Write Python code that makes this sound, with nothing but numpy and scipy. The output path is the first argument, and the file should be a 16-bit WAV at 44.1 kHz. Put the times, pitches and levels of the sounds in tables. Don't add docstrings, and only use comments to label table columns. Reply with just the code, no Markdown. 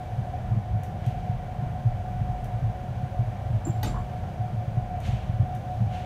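import sys
import numpy as np
from scipy import signal
from scipy.fft import rfft, irfft
from scipy.io import wavfile
from scipy.ndimage import uniform_filter1d

SR = 44100
rng = np.random.default_rng(int(sys.argv[2]) if len(sys.argv) > 2 else 0)


def to_linear_factor(level_db):
    exponent = np.asarray(level_db, float) / 20
    return 10 ** exponent


def unload_wav(signal):
    wavfile.write(
        sys.argv[1],
        SR,
        np.round(np.clip(np.atleast_2d(signal).T, -1, 1) * 32767).astype(np.int16),
    )


N = 266805


def rms_one(x):
    return x / np.sqrt(np.mean(x ** 2) + 1e-20)


def shape(x, spectrum):
    hz, level_db = np.transpose(spectrum)
    log_hz = np.log(np.arange(1, N // 2 + 2) * SR / N)
    gain_db = np.interp(log_hz, np.log(hz), level_db)
    return irfft(rfft(x) * to_linear_factor(gain_db), N)


def coloured(spectrum):
    return rms_one(shape(rng.standard_normal(N), spectrum))


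def drift(rate_hz):
    r = np.exp(-2 * np.pi * rate_hz / SR)
    noise = rng.standard_normal(N + SR)
    return rms_one(signal.lfilter([1], [1, -2 * r, r * r], noise)[SR:])


def wavering(hz, wander_hz, rate_hz):
    pitch_hz = hz + wander_hz * drift(rate_hz)
    return np.sin(2 * np.pi * np.cumsum(pitch_hz) / SR)


def resonance(x, hz, width_hz):
    r = np.exp(-np.pi * width_hz / SR)
    return signal.lfilter([1, 0, -1], [1, -2 * r * np.cos(2 * np.pi * hz / SR), r * r], x)


def resonance_twice(x, hz, width_hz):
    return resonance(resonance(x, hz, width_hz), hz, width_hz)


def narrow(hz, width_hz):
    return rms_one(resonance_twice(rng.standard_normal(N), hz, width_hz))


def swells(rows, rest_db):
    t = np.arange(N) / SR
    gain = to_linear_factor(rest_db)
    for s, level_db, half_s in rows:
        gain = gain + to_linear_factor(level_db) * np.exp(-((t - s) / half_s) ** 2)
    return gain


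def clicks(events):
    out = np.full(N, 1e-18)
    for s, level_db in events:
        out[round(s * SR)] = to_linear_factor(level_db)
    return out


def dying(hits, t60):
    return signal.lfilter([1], [1, -to_linear_factor(-60 / (t60 * SR))], hits)


def booms(events):
    out, t = np.zeros(N + SR), np.arange(SR // 4) / SR
    for s, level_db, hz, ring_s in events:
        start = round((s - ring_s) * SR)
        swell = (t / ring_s * np.exp(1 - t / ring_s)) ** 1.14
        out[start:start + len(t)] -= to_linear_factor(level_db) * swell * np.sin(2 * np.pi * hz * t)
    return out[:N]


# (pitch [Hz], level [dB per Hz])
ROLLING_SPECTRUM = [(13, -36), (22, -12.5), (114, 1), (203, -16.5), (288, -33.5), (462, -20.5),
                    (533, -27.5), (655, -21.5), (726, -24), (873, -25), (1260, -32.5), (1690, -30.5),
                    (3000, -43), (3900, -67), (6600, -120)]


def rolling():
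    broad = to_linear_factor(-35.5 + 0.5 * drift(5.1)) * coloured(ROLLING_SPECTRUM)
    panel_hum = to_linear_factor(-36.5) * narrow(109.5, 45.3)
    return broad + panel_hum


# (time [s], peak level [dB], half length [s])
LURCHES = [(.1, -38, .05), (.51, -31, .05), (.72, -23.5, 0.024), (1.16, -33, .06), (1.37, -28, 0.038),
           (1.6, -36, 0.062), (1.91, -25, 0.032), (2.3, -30.5, 0.24), (2.65, -35, 0.12), (3.2, -32, 0.1),
           (3.55, -34, .1), (3.95, -28.5, 0.12), (4.22, -36, 0.045), (4.82, -35, .06), (5.17, -29, .15),
           (5.55, -45, .15)]


def sway():
    return to_linear_factor(-3.0) * swells(LURCHES, rest_db=-46) * wavering(48, 7.59, rate_hz=6.77)


# (pitch [Hz], level [dB per Hz])
HISS_SPECTRUM = [(1500, -21.5), (2500, -3), (3200, -0.5), (4200, -6.5), (6000, -7), (9000, -13),
                 (15600, -19.5)]
# (time [s], level [dB])
AIR_FLOW = [(0.0, -62), (0.77, -64.5), (1.09, -63.5), (1.74, -63.5), (3.5, -62.5), (3.86, -62), (3.99, -62),
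            (4.99, -64), (5.14, -64.5), (5.8, -61.5), (6.05, -66)]


def window_air():
    s, level_db = np.transpose(AIR_FLOW)
    flow_db = np.interp(np.arange(N) / SR, s, level_db)
    return to_linear_factor(flow_db + 3.0) * coloured(HISS_SPECTRUM)


# (pitch [Hz], level [dB])
WHINES = [(4787, -75.5), (11765, -88)]


def electrics():
    return sum(to_linear_factor(level_db) * wavering(hz, 1.8, rate_hz=2.7) for hz, level_db in WHINES)


# (pitch [Hz], width [Hz], level [dB])
WHEEL_MODES = [(77.3, 23, -45.5), (180.2, 46.8, -44), (341, 51, -57.5), (513, 15.5, -58), (555.2, 24, -53),
               (619.7, 20.5, -52), (655, 18, -57.5), (697.9, 21, -49), (730.6, 16.4, -49.5),
               (751, 12.2, -52.5), (787, 8.5, -52), (829.6, 32, -60), (926, 26, -63), (1044, 21, -64),
               (1197, 12, -67.5), (1369, 35, -67), (1476, 3.6, -68), (1544, 33, -69.5), (2306, 53, -67)]
# (time [s], peak level [dB], half length [s])
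SONG_SWELLS = [(.01, -38, 0.015), (.1, -43, 0.017), (.26, -42, 0.037), (.35, -34, 0.016), (.49, -53, 0.032),
               (.8, -43, .1), (1.05, -46, 0.11), (1.25, -40.5, 0.08), (1.6, -42, 0.077), (1.77, -38, 0.042),
               (1.9, -42.5, 0.024), (2.07, -38, 0.089), (2.31, -41, 0.081), (2.43, -42.5, 0.022),
               (2.55, -38, 0.037), (2.74, -46, 0.11), (3.02, -36, 0.014), (3.15, -42, 0.066),
               (3.48, -43, 0.039), (3.76, -38, 0.024), (3.9, -44, 0.064), (4.17, -44, 0.14),
               (4.43, -36.5, 0.031), (4.62, -37, 0.029), (4.81, -37, 0.047), (4.94, -32.5, 0.03),
               (5.1, -40, .03), (5.52, -36, 0.068), (5.72, -32.5, 0.043), (6.0, -38, 0.11)]


def wheels():
    modes = sum(to_linear_factor(level_db) * narrow(hz, 1.52 * width_hz) for hz, width_hz, level_db in WHEEL_MODES)
    flutter = to_linear_factor(0.5 + 0.48 * drift(45))
    song = swells(SONG_SWELLS, rest_db=-47) * flutter * wavering(730, 2.5, rate_hz=12.3)
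    return modes + song


# (time of crest [s], peak level [dB], panel pitch [Hz], ring time [s], overtone level [dB])
BUMPS = [(.192, -19.5, 121, 0.0092, -24), (.522, -17, 113, .015, -18), (.572, -18, 117, 0.01, -14.5),
         (.752, -18.5, 106.8, 0.02, -18.5), (1.077, -17.5, 125, 0.012, -25),
         (1.299, -15.5, 111, 0.0068, -20), (1.334, -23.5, 122.4, 0.019, -27),
         (1.634, -20, 130.6, 0.01, -26), (1.865, -12.5, 114, .013, -47), (2.215, -17.5, 121.4, 0.0091, -22),
         (2.296, -20, 120.3, 0.01, -28), (2.625, -21, 138, 0.0044, -25), (2.649, -18.5, 110, 0.016, -38),
         (3.035, -20, 132, 0.0068, -33), (3.2, -14.5, 117.3, 0.011, -22), (3.548, -19, 106, 0.019, -38),
         (3.7, -15.5, 114.6, 0.0076, -27), (4.536, -21, 120.7, 0.015, -22), (4.779, -14, 118, 0.0091, -48),
         (5.092, -16.5, 110, 0.0063, -18), (5.139, -19.5, 120.6, .013, -20), (5.299, -16, 109, 0.0069, -26),
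         (5.406, -11.5, 111.3, 0.0096, -30), (5.82, -16, 114, 0.017, -13.5)]
# (time of crest [s], peak level [dB], ring time [s])
JOLTS = [(0.349, -25.5, 0.0092), (1.024, -23, 0.0047), (1.174, -25, 0.0057), (1.252, -23.5, 0.0083),
         (1.597, -21.5, 0.0093), (1.669, -21, 0.0032), (1.944, -29, 0.0068), (2.109, -23.5, .011),
         (2.175, -21, 0.01), (2.543, -28, .027), (2.702, -23.5, 0.0054), (2.914, -25.5, 0.0085),
         (3.284, -32, 0.021), (3.511, -19, 0.0075), (3.624, -27, 0.0093), (3.753, -22.5, 0.0162),
         (3.789, -25.5, 0.0063), (3.828, -23.5, 0.0118), (3.951, -23, 0.0042), (4.413, -24, 0.023),
         (4.589, -26.5, 0.0167), (4.684, -20, 0.0057), (4.857, -26, 0.0085), (4.974, -25, 0.007),
         (5.348, -23.5, 0.013), (5.434, -16.5, 0.0057), (5.458, -23, 0.0067), (5.549, -28, 0.0085),
         (5.873, -18, 0.0056), (6.008, -29, 0.0077)]


def bumps():
    panel_hz, jolt_overtone_db = 110, -8
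    blows = BUMPS + [(s, level_db, panel_hz, ring_s, level_db + jolt_overtone_db)
                     for s, level_db, ring_s in JOLTS]
    overtones = [(s, over_db - 11.5, 193 * hz / 115, 0.009) for s, _, hz, _, over_db in blows]
    return booms([blow[:4] for blow in blows]) + booms(overtones)


# (time [s], peak level [dB], half length [s])
SQUEAKS = [
    (1.02, -80, .07),
    (2.1, -80, .06),
]


def squeaks():
    return swells(SQUEAKS, rest_db=-120) * narrow(14250, 250)


# (time of peak [s], peak level [dB], rise time [s], 60 dB fade time [s])
SCUFFS = [
    (1.06, -53.5, 0.045, 1.2),
    (5.07, -44.5, 0.039, 0.97),
    (5.955, -49, 0.043, 1.4),
]
# (pitch [Hz], level [dB per Hz])
SCUFF_SPECTRUM = [(700, -23), (1200, -5), (2100, -1.5), (3000, 0.5), (3900, -6.5), (5000, -10), (6700, -10),
                  (9000, -18.5), (12000, -23), (15500, -38)]


def scuffs():
    t = np.arange(N) / SR
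    strokes = 0
    for s, level_db, rise_s, t60 in SCUFFS:
        drop_db = np.where(t < s, 6.7 * ((t - s) / rise_s) ** 2, 60 * (t - s) / t60)
        strokes = strokes + to_linear_factor(level_db - drop_db)
    noise = to_linear_factor(0.58 * drift(23)) * coloured(SCUFF_SPECTRUM)
    dull = signal.sosfiltfilt(signal.butter(2, 4200, fs=SR, output="sos"), noise)
    brightness = (strokes / strokes.max()) ** 0.29
    return strokes * (dull + brightness * (noise - dull))


# (time [s], peak level [dB])
TICKS = [
    (0.8344, -36),
    (1.064, -39),
    (2.4435, -39.5),
    (5.003, -40.5),
    (5.55, -40),
]
# (pitch [Hz], level [dB per Hz])
TICK_SPECTRUM = [(3500, 0), (4900, -13), (5850, 2.5), (7200, -3.5), (8600, -3.5), (12500, -4), (15600, -11)]


def ticks():
    hits = clicks(TICKS)
    crack, tail = to_linear_factor(-8.0) * dying(hits, 0.0075), to_linear_factor(-16.0) * dying(hits, 0.25)
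    return (crack + tail) * coloured(TICK_SPECTRUM)


# (time of crest [s], level [dB], pitch [Hz], ring time [s])
KNOCKS = [
    (.55, -43.5, 341, .02),
    (3.663, -35, 250, .004),
    (3.675, -24.5, 312, .007),
    (3.69, -29, 330, .007),
    (3.852, -38, 271, 0.01),
    (3.857, -45, 379.5, 0.011),
    (3.878, -30, 60.3, 0.0133),
    (3.96, -31, 44.4, 0.022),
    (3.968, -47, 1370, .012),
    (3.985, -42, 1085, .015),
]


def knocks():
    return booms(KNOCKS)


# (time [s], level [dB])
RATTLES = [
    (3.615, -44),
    (3.665, -45),
    (3.685, -58),
    (3.942, -39.5),
    (3.958, -39.5),
    (3.975, -49),
    (3.99, -53),
]
# (pitch [Hz], level [dB per Hz])
RATTLE_SPECTRUM = [(500, -52), (800, -2), (950, 11), (1090, 9), (1220, 3.5), (1370, -2), (1700, -5.5),
                   (2500, -30), (5000, -68)]


def rattles():
    shaking = uniform_filter1d(dying(clicks(RATTLES), 0.15), SR // 200)
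    return shaking * coloured(RATTLE_SPECTRUM)


# (time [s], level [dB])
SCRATCHES = [
    (3.666, -53.5),
    (3.669, -59),
    (3.682, -55),
    (3.687, -63),
    (3.770, -65),
]
# (pitch [Hz], level [dB per Hz])
SCRATCH_SPECTRUM = [(4000, -30), (7000, 5), (9500, -3), (11000, -3), (13000, -7), (15600, 1)]


def scratches():
    hits = clicks(SCRATCHES)
    return (dying(hits, 0.04) + 0.32 * dying(hits, 0.25)) * coloured(SCRATCH_SPECTRUM)


# (time [s], level [dB])
PINGS = [
    (3.651, -38),
    (3.657, -43),
    (3.669, -57),
    (3.862, -40.5),
    (3.891, -61),
    (3.915, -63),
    (3.972, -70),
    (4.012, -72),
]
# (pitch [Hz], level [dB], 60 dB fade time [s])
SPRING_TONES = [(7370, -11.5, 0.39), (7200, -12, .2), (7310, -2, 0.17)]


def spring():
    touches = uniform_filter1d(clicks(PINGS), SR // 300)
    pings = 0
    for hz, level_db, t60 in SPRING_TONES:
        loudness = to_linear_factor(level_db + 4.7 * drift(78)) * dying(touches, t60)
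        pings = pings + loudness * wavering(hz, 9.0, rate_hz=38)
    return pings


# (time [s], level [dB])
SNAPS = [
    (3.830, -27.5),
    (3.832, -25.5),
    (3.8435, -34.5),
    (3.856, -37.5),
    (3.885, -51),
]
# (time [s], level [dB])
TIP = [
    (3.832, -38),
]
# (pitch [Hz], width [Hz], level [dB], 60 dB fade time [s])
LATCH_BANDS = [(845, 5, -7.5, 0.45), (1500, 71, -14.5, 0.26), (1920, 64, -14.5, 0.077),
               (2546, 51, -20, 0.18), (2960, 100, -19, 0.18), (3400, 87, -32, .2), (3740, 170, -12, 0.23),
               (4650, 140, -12.5, 0.25), (5300, 86, -18, 0.24), (6000, 96, -20.5, 0.33),
               (6600, 180, -17.5, .25), (8270, 330, -21, .25), (9700, 330, -25, 0.37),
               (12950, 580, -16, 0.1)]
# (pitch [Hz], level [dB per Hz])
SNAP_SPECTRUM = [(120, -32), (200, 5.5), (258, 4.5), (430, -4), (843, -9.5), (1510, -13.5), (1780, -18),
                 (2520, -19.5), (8530, -28.5), (10200, -34), (13000, -39), (15600, -42)]


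def latch():
    hits = clicks(SNAPS)
    ringing = 0
    for hz, width_hz, level_db, t60 in LATCH_BANDS:
        fade = dying(hits, 0.052) + 0.36 * dying(hits, t60)
        ringing = ringing + to_linear_factor(level_db - 7.0) * fade * narrow(hz, 2.1 * width_hz)
    contact = to_linear_factor(-31.0) * resonance(resonance(hits, 3600, 700), 4000, 700)
    tip = to_linear_factor(-5.5) * resonance_twice(clicks(TIP), 13000, 1500)
    crack = to_linear_factor(-28.0) * dying(hits, 0.016) + to_linear_factor(-10) * dying(hits, 0.32)
    echo = dying(np.roll(crack, 8), 0.027)
    return ringing + contact + tip + to_linear_factor(-45.0) * echo * coloured(SNAP_SPECTRUM)


def scene():
    background = rolling() + sway() + window_air() + electrics() + wheels() + bumps()
    small_sounds = squeaks() + scuffs() + ticks()
    closing = knocks() + rattles() + scratches() + spring() + latch()
    return (background + small_sounds + closing)[None]


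def band_limit(x):
    return signal.sosfilt(signal.butter(12, 15710, fs=SR, output="sos"), x)


# (pitch [Hz], level [dB])
MICROPHONE = [(4200, -0.5), (5000, -4), (6200, -2), (7600, -4.5), (9300, -1.5), (10500, -4.5), (11600, -1),
              (15600, -2)]


def record(dry):
    top_cut = [(15700, 0), (15760, -60)]   # (pitch [Hz], level [dB])
    heard = shape(dry, MICROPHONE + top_cut)
    return band_limit(heard)


dry = scene()
out = record(dry)
unload_wav(out)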